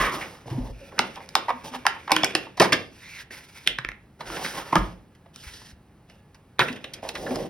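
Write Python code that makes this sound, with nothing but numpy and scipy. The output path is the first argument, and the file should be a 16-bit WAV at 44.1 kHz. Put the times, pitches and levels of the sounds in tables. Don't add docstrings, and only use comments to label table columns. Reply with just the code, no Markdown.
import sys
import numpy as np
from scipy import signal
from scipy.fft import rfft, irfft, next_fast_len
from scipy.io import wavfile
from scipy.ndimage import uniform_filter1d

SR = 44100
rng = np.random.default_rng(int(sys.argv[2]) if len(sys.argv) > 2 else 0)


def unload_wav(signal):
    wavfile.write(
        sys.argv[1],
        SR,
        np.round(np.clip(np.atleast_2d(signal).T, -1, 1) * 32767).astype(np.int16),
    )


N = 330608


def from_db(db):
    return 10 ** (np.asarray(db) / 20)


def rms_one(x):
    return x / np.sqrt(np.mean(x ** 2) + 1e-20)


def peak_one(x):
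    return x / (np.abs(x).max() + 1e-20)


def at_hz(points, hz):
    points = np.array(points, float)
    return np.interp(np.log(hz + 1), np.log(points[:, 0] + 1), points[:, 1])


def high_pass(x, hz, order=2):
    return signal.sosfilt(signal.butter(order, hz, "high", fs=SR, output="sos"), x)


def coloured(x, spectrum):
    log_gain = np.log(from_db(at_hz(spectrum, np.fft.rfftfreq(8192, 1 / SR))))
    cepstrum = irfft(log_gain)
    cepstrum[1:4096] *= 2
    cepstrum[4097:] = 0
    return signal.fftconvolve(x, irfft(np.exp(rfft(cepstrum))))[:len(x)]


def ring(x, hz, t60):
    decay = from_db(-60 / (max(t60, .002) * SR))
    step = 2 * np.pi * hz / SR
    return signal.lfilter([0, np.sin(step)], [1, -2 * decay * np.cos(step), decay * decay], x + 1e-18)


def add(track, s, sound):
    i = int(s * SR)
    track[i:i + len(sound)] += sound[:N - i]


def opposed(x, share):
    return share * high_pass(x, 240) * np.array([[1], [-1]])


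BODY_NOTES = {"deep": (46, 0.2), "low": (64, 0.079), "middle": (119, 0.14), "high": (248, 0.19),
              "thump": (185, 0.09), "hollow": (335, 0.061), "box": (310, 0.19), "tub": (390, 0.16),
              "rim": (550, 0.1), "lid": (2250, 0.15), "flap": (2430, 0.2)}
# t/s, level/dB, note name
BOOMS = [(0.17, -27.5, "hollow"), (0.525, -25, "hollow"), (0.46, -32.5, "middle"), (0.511, -20.5, "middle"),
         (0.549, -17.5, "middle"), (0.599, -20.5, "deep"), (0.61, -32, "middle"), (0.701, -26.5, "deep"),
         (0.58, -23, "high"), (1.538, -33.5, "high"), (1.71, -36, "high"), (1.757, -32, "high"),
         (2.12, -24, "box"), (0.999, -33.5, "high"), (0.812, -37.5, "rim"), (2.135, -35, "flap"),
         (2.25, -34.5, "flap"), (2.24, -27, "tub"), (3.682, -35, "deep"), (3.788, -35.5, "middle"),
         (3.851, -34, "deep"), (0.0, -25, "deep"), (2.164, -23.5, "box"), (2.349, -19, "hollow"),
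         (2.116, -22, "lid"), (2.234, -22.5, "lid"), (2.6, -8, "hollow"), (2.599, -14, "thump"),
         (4.278, -35.5, "deep"), (4.3, -30, "hollow"), (4.34, -29, "hollow"), (4.754, -12.5, "hollow"),
         (4.761, -15, "thump"), (4.79, -25, "middle"), (4.782, -16, "deep"), (5.467, -23.5, "low"),
         (5.727, -33.5, "low"), (6.603, -32, "middle"), (6.699, -30, "high"), (7.307, -25, "high")]

def booms():
    out, t = np.zeros(N), np.arange(20000) / SR
    swell_cycles, uneven_db = 0.88, 2.5
    for s, db, note in BOOMS:
        hz, t60 = BODY_NOTES[note]
        smoothing = int(min(2.7 / hz, .05) * SR) + 40
        wobble = rms_one(uniform_filter1d(rng.standard_normal(len(t)), size=smoothing))
        level = from_db(db - 60 * t / t60 + uneven_db * wobble)
        swell = 1 - np.exp(-t * hz / swell_cycles)
        add(out, s, level * swell * np.sin(2 * np.pi * hz * t))
    return out


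# f/Hz, level/dB, ring time/s (capped at 0.03 below)
WALL_NOTES = [(600, -19.5, 0.019), (690, -10, 0.036), (823, 7, 0.015), (1177, 16, 0.006),
              (1337, 16.5, 0.0053), (1540, 9, 0.0034), (1654, 8, 0.0049), (2175, 11, 0.0027),
              (2240, -5.5, 0.0033), (2880, 7.5, 0.003), (3303, 9, 0.0052), (3635, 2, 0.00612)]

def box_walls(push, chance):
    scatter_db, bend = 1.2, .07
    out = 0
    for k, (hz, db, t60) in enumerate(WALL_NOTES):
        gain = (-1) ** k * from_db(db + scatter_db * chance[0, k])
        out = out + gain * ring(push, hz * (1 + bend * chance[1, k]), min(t60, .03))
    return out


# f/Hz, level/dB
WOOD_TONE = [(18, -60.5), (30, -5.5), (86, -9.5), (247, -5.5), (524, -4), (700, -8), (910, -17),
             (1540, -120)]
# f/Hz, level/dB
FINGER_TONE = [(1400, -30), (2800, 1.5), (4300, 1), (5400, 4), (7300, -5), (9500, -3.5), (13500, -7),
               (17000, -17)]
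# start t/s, end t/s, first level/dB, last level/dB, panel f/Hz,
# wood level/dB, finger level/dB (these two relative to the stroke)
STROKES = [(0, 0.095, -26, -33, 1770, -5.5, -10.5), (0.115, 0.472, -32.5, -60.5, 1216, -4, -7),
           (0.458, 0.706, -51.5, -51.5, 900, 5, -7), (0.72, 0.9, -57.5, -53.5, 2460, -1.5, -6.5),
           (0.911, 1, -51.5, -55, 1410, 4, -10), (0.997, 2.11, -53, -55.5, 2270, -4, -8),
           (1.64, 1.689, -43, -45, 860, -5, -3.5), (1.714, 1.756, -46.5, -33.5, 800, -17, -14.5),
           (2.127, 2.58, -29, -63.5, 2500, -16.5, -18), (2.922, 3.218, -58, -46.5, 2500, -20, -4),
           (1.166, 1.199, -35, -50, 925, -13, -33), (3.309, 3.459, -44, -56.5, 2120, -11, -1.5),
           (3.464, 3.544, -60, -55.5, 2295, -24, -1.5), (3.551, 3.69, -46.5, -57.5, 2220, -16.5, -3),
           (4.195, 4.27, -47, -56.5, 1400, -1.5, -8.5), (4.256, 4.358, -47.5, -37.5, 1430, -3, -2.5),
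           (4.362, 4.435, -37.5, -37.5, 754, -6, -6), (4.43, 4.578, -40, -55, 1560, -8.5, 2.5),
           (4.543, 4.613, -33, -51.5, 1032, -7, -9.5), (4.564, 4.751, -38.5, -46.5, 1254, -7.5, -7.5),
           (5.333, 5.42, -58.5, -51.5, 3100, -13.5, -4.5), (5.428, 5.495, -47, -47.5, 2240, -23.5, -8),
           (5.398, 5.703, -58, -64, 5286, -16, 4), (5.503, 5.716, -55.5, -61, 1816, -19, 0),
           (6.667, 7.004, -69, -52, 2420, -1.5, -16), (6.084, 6.194, -57.5, -66, 2780, -3, -9.5),
           (7.025, 7.104, -44, -41.5, 790, -6, -6.5), (7.136, 7.303, -52.5, -44.5, 770, 10, -0.5),
           (7.306, 7.517, -42, -49.5, 770, 10.5, -5.5)]

def rubbing(rattle_strokes):
    slips_per_s, ring_cycles = 1500, 13
    sizes = from_db(0.82 * np.minimum(rng.exponential(1, N), 5)) * rng.choice([-1, 1], N)
    surges = rms_one(uniform_filter1d(rng.standard_normal(N), size=900))
    slips = rms_one(sizes * (rng.random(N) < slips_per_s / SR) * from_db(1.6 * surges))
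    walls = rms_one(high_pass(box_walls(slips, np.zeros((2, len(WALL_NOTES)))), 490))
    rumble = rms_one(coloured(rng.standard_normal(N), WOOD_TONE))
    skin = rms_one(coloured(rng.standard_normal(N) * from_db(2.0 * surges) + 0.061 * slips, FINGER_TONE))
    out = np.zeros(N)
    for strokes, swell_s, bass_cut_hz in [(STROKES, 0.02, 40), (rattle_strokes, 0.0035, 130)]:
        for start, end, first_db, last_db, hz, wood_db, finger_db in strokes:
            t = np.arange(-.006, max(end - start, .01) + 0.022, 1 / SR)
            part = slice(int(start * SR), int(start * SR) + len(t))
            t = t[:len(slips[part])]
            level = from_db(np.interp(t, [0, end - start], [first_db, last_db]))
            fade_in = (t - t[0]) / swell_s if start > .01 else 1
            fades = np.clip(np.minimum(fade_in, (t[-1] - t) / 0.027), 0, 1)
            panel = rms_one(high_pass(ring(slips[part], hz, ring_cycles / hz), 0.42 * hz))
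            upper_walls = high_pass(high_pass(walls[part], 0.43 * hz), 0.43 * hz)
            wood = from_db(wood_db) * high_pass(rumble[part], bass_cut_hz)
            mix = 0.7 * panel + 0.59 * upper_walls + wood + from_db(finger_db) * skin[part]
            add(out, max(start - .006, 0), level * fades * mix)
    return out


# t/s, level/dB, f/Hz
SINGING_CURVES = [
    [(0, -27, 1080), (0.07, -29.5, 1190), (0.11, -37, 1150), (0.26, -56, 1100)],
    [(2.99, -67, 1850), (3.05, -49, 2050), (3.12, -51, 2350), (3.17, -47.5, 2150), (3.205, -43, 1850),
     (3.24, -61, 1800)],
]
# multiple of the pitch, level/dB
SINGING_BANDS = [(1, 1), (1.85, -7.5), (2.8, -12)]

def singing_plastic():
    out = np.zeros(N)
    half_width = 0.108
    for points in SINGING_CURVES:
        s, db, hz = np.transpose(points)
        t = np.arange(s[0], s[-1], 1 / SR)
        phase = 2 * np.pi * np.cumsum(np.interp(t, s, hz)) / SR
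        for multiple, band_db in SINGING_BANDS:
            blur = signal.butter(2, half_width * multiple * hz.mean(), fs=SR, output="sos")
            sway = rms_one(signal.sosfilt(blur, rng.standard_normal((2, SR)))[:, -len(t):])
            band = sway[0] * np.cos(multiple * phase) + sway[1] * np.sin(multiple * phase)
            add(out, s[0], from_db(np.interp(t, s, db) + band_db) * band)
    return out


# f/Hz, level/dB
HUSH_TONE = [(25, -23), (45, -0.5), (160, 0.5), (500, -14), (900, -18), (2500, -27), (6000, -37.5),
             (10000, -37), (17000, -43)]
# f/Hz, level/dB
WHINES = [(830, -75.5), (1700, -83)]

def hush():
    common, opposite = (rms_one(coloured(rng.standard_normal(N), HUSH_TONE)) for _ in range(2))
    noise = rng.standard_normal(N)
    whine = sum(from_db(db) * rms_one(ring(noise, hz, t60=0.82)) for hz, db in WHINES)
    return from_db(-56) * (common + opposed(opposite, 0.077)) + whine


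# f/Hz, level/dB
CRACK_TONE = [(700, -41.5), (2000, -7.5), (3800, 11.5), (5200, 16.5), (7300, 6), (10000, 4.5),
              (12000, -1.5), (13500, 1.5), (15200, -10.5), (17000, -16)]

def blow(hz, crack_db, contact_ms, thud_db):
    ms = np.arange(4000) / SR * 1000
    fading = np.exp(-ms / contact_ms)
    hardness = from_db(0.3 * min(crack_db, 0))
    crispness = min(3.17 / contact_ms, 1) ** 2
    swell = np.minimum(ms * hardness * crispness / 0.28, 1)
    push = rng.standard_normal(len(ms)) * swell * fading
    push[20] += 8.8 * (hardness * crispness) ** 2
    contact = high_pass(push, 250)
    panel = peak_one(high_pass(ring(contact, hz, 3.6 / hz / hardness), 0.74 * hz))
    wall_push = high_pass(contact, .62 * hz, order=6)
    walls = peak_one(box_walls(wall_push, rng.standard_normal((2, len(WALL_NOTES)))))
    crack = peak_one(coloured(contact * (fading ** 0.3 + 0.5 * fading ** 1.6), CRACK_TONE))
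    thud = peak_one(ring(ring(high_pass(push, 150), 400, 0.0018), 290, 0.0028))
    plastic = 0.61 * panel + 1.245 * hardness ** 2 * walls + from_db(crack_db) * crack
    return plastic + from_db(thud_db) * thud


# t/s, level/dB, panel f/Hz, crack level/dB, contact time/ms
KNOCKS = [(0.456, -33.5, 634, -63, 3.5), (0.48, -32.5, 825, -19, 1.9), (0.142, -33, 4380, -8, 3.3),
          (0.207, -24.5, 2250, -15, 17), (0.5, -40.5, 1490, -0.5, 10.6), (0.978, -21.5, 1490, -20, 14),
          (0.995, -8, 880, -25, 1.4), (1.364, -14, 760, -22, 0.53), (2.233, -10, 840, -22.5, 4.6),
          (2.118, -8.5, 770, 6, 3.6), (2.164, -11, 1700, 3.5, 3), (2.244, -18.5, 2220, 9.5, 4.3),
          (2.351, -10.5, 2120, 3.5, 3.63), (2.352, -13.5, 810, -25, 2.2), (2.363, -26, 2370, -41, 4.5),
          (2.57, -28.5, 790, -8, 14), (2.598, -12.5, 1760, 5.5, 7.1), (2.602, 0.5, 486, -18, 8.2),
          (2.611, -13.5, 1330, -2, 19.6), (2.623, -4, 786, -26, 1.8), (2.636, -20.5, 846, -4, 18),
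          (2.721, -7.5, 2090, -7, 11), (2.728, -4.5, 4850, -15.5, 5.5), (3.305, -29, 1840, -53.5, 4.3),
          (3.661, -21.5, 3080, -23, 14), (4.206, -24.5, 993, -15, 7.1), (4.301, -24, 1240, -16.5, 1.7),
          (4.331, -49, 1890, -16, 3.5), (4.367, -27, 1850, -16, 6.2), (4.446, -21, 1890, -14.5, 4.8),
          (4.453, -20.5, 2080, -13, 1.6), (4.461, -21, 1640, -10, 4.4), (5.149, -55.5, 2580, 2, 8.7),
          (5.537, -39, 5340, -8, 5.1), (5.616, -39, 1080, -19, 3.4), (6.585, -30, 2470, -24.5, 4.9),
          (6.728, -35, 2950, 0, 4.3), (7.307, -25, 700, -19, 5.5), (4.723, -9.5, 1010, -22.5, 10.7),
          (4.73, -10, 860, -26, 1.7), (4.755, -4, 870, -12, 3.1), (4.763, -5.5, 1220, -51.5, 3.9),
          (5.258, -40.5, 625, -24, 8), (6.097, -48, 2680, 1.5, 8.3), (6.344, -48.5, 1060, 1, 10.3),
          (6.592, -3.5, 1410, -12.5, 5), (6.592, -16.5, 3150, -25.5, 12.7), (6.602, -8.5, 2400, -25, 7.6),
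          (6.612, -10, 1480, -32, 6.8), (6.681, -17.5, 2500, -18, 9), (6.756, -32.5, 2260, -10.5, 14),
          (6.841, -21, 2730, -11.5, 6.6), (6.935, -32.5, 4300, 7.5, 9.2), (7.029, -21.5, 596, -36, 1.5),
          (7.049, -26, 704, -30, 3.3), (7.089, -24.5, 2330, 4, 3.9), (7.151, -25, 1770, -5.5, 8.9),
          (7.262, -24.5, 1410, -20, 11.4), (7.357, -31.5, 600, 6.5, 5.2)]

def knocks_and_creaks():
    out = np.zeros(N)
    for s, db, hz, crack_db, contact_ms in KNOCKS:
        add(out, s, from_db(db) * blow(hz, crack_db, contact_ms, thud_db=-15.5))
    return out


def rattles(blows, relative_db):
    fade_db, wood_db, finger_db = -47, 2, -10
    return [(s + 0.0056, s + 0.32, db + relative_db, db + relative_db + fade_db, hz, wood_db, finger_db)
            for s, db, hz, *_ in blows]


# t/s, level/dB
BUCKLES = [(0.92, -36), (1.038, -24), (1.203, -29.5), (1.482, -14), (1.491, -11), (1.501, -11.5),
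           (1.852, -13), (1.961, -28), (2.076, -19.5), (2.094, -16.5), (2.105, -11.5), (2.465, -32.5),
           (4.366, -27)]

def buckles():
    out = np.zeros(N)
    for s, db in BUCKLES:
        add(out, s, from_db(db) * blow(hz=905, crack_db=-22, contact_ms=6.5, thud_db=-44))
    return out


# t/s, level/dB, panel f/Hz, crack level/dB
SNAPS = [(0.991, -6, 2040, 4.5), (1.158, -37.5, 3540, 9), (1.26, -56.5, 3970, 12.5), (1.29, -43.5, 670, 18),
         (1.353, -6, 1120, 5), (1.866, -6, 1170, 0.5), (2.233, -6.5, 5060, -11), (3.674, -4, 2790, 0),
         (5.36, -43, 2220, 17)]

def snaps():
    out = np.zeros(N)
    for s, db, hz, crack_db in SNAPS:
        add(out, s, from_db(db) * blow(hz, crack_db, contact_ms=2.5, thud_db=-34.5))
    return out


# t/s, level/dB
BOUNCES = [(3.786, -14.5), (3.848, -14.5), (3.888, -18), (3.917, -27)]

def bounces():
    out = np.zeros(N)
    for s, db in BOUNCES:
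        add(out, s, from_db(db) * blow(hz=1890, crack_db=-13, contact_ms=1.6, thud_db=-18.5))
    return out


# f/Hz, ring time/s
ROOM_RING = [(100, 0.65), (300, 0.41), (800, 0.22), (2000, 0.39), (5000, 0.16), (13000, 0.13)]

def room(x):
    t, edges_hz = np.arange(SR // 2) / SR, 60 * 2.0 ** np.arange(9)
    tail = 0
    for low, high in zip(edges_hz, edges_hz[1:]):
        octave = signal.butter(2, [low, high], "band", fs=SR, output="sos")
        band = signal.sosfilt(octave, rng.standard_normal((2, len(t))))
        tail = tail + band * from_db(-60 * t / at_hz(ROOM_RING, np.sqrt(low * high)))
    tail *= np.clip((t - .004) / 0.00087, 0, 1)
    tail /= np.sqrt(np.sum(tail[0] ** 2))
    common, opposite = signal.fftconvolve(x[None], tail, axes=1)[:, :N]
    return from_db(-14) * (common + opposed(opposite, .65))


def scene():
    rattle_strokes = rattles(KNOCKS, relative_db=-35.5) + rattles(SNAPS, relative_db=-42.5)
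    close = booms() + rubbing(rattle_strokes) + singing_plastic()
    close += knocks_and_creaks() + buckles() + snaps() + bounces()
    return close + hush() + room(close)


# f/Hz, phase/radians
LEFT_LEAD = [(0, 0), (600, -0.4), (1000, 0), (2410, 0.2), (3450, 1.6), (5080, 0.3), (6980, 2.8),
             (10900, 6.7), (16600, 12.5)]
# f/Hz, level/dB
LEFT_BALANCE = [(100, 0), (380, .4), (700, -3.3), (1300, -1), (2400, -2.8), (5000, -.9), (10000, .8)]

def record(dry):
    size = next_fast_len(N + 2048)
    hz = np.fft.rfftfreq(size, 1 / SR)
    lead = np.interp(hz, *np.transpose(LEFT_LEAD))
    left = from_db(at_hz(LEFT_BALANCE, hz) / 2) * np.exp(.5j * lead)
    stereo = irfft(rfft(dry, size) * np.array([left, 1 / left]), size)[:, :N]
    gain, ceiling, cutoff_hz = 1.258, .92, 16750
    rounded = ceiling * np.tanh(gain * stereo / ceiling)
    treble_cut = signal.ellip(10, rp=.5, rs=70, Wn=cutoff_hz, fs=SR, output="sos")
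    return signal.sosfilt(treble_cut, rounded)


dry = scene()
out = record(dry)
unload_wav(out)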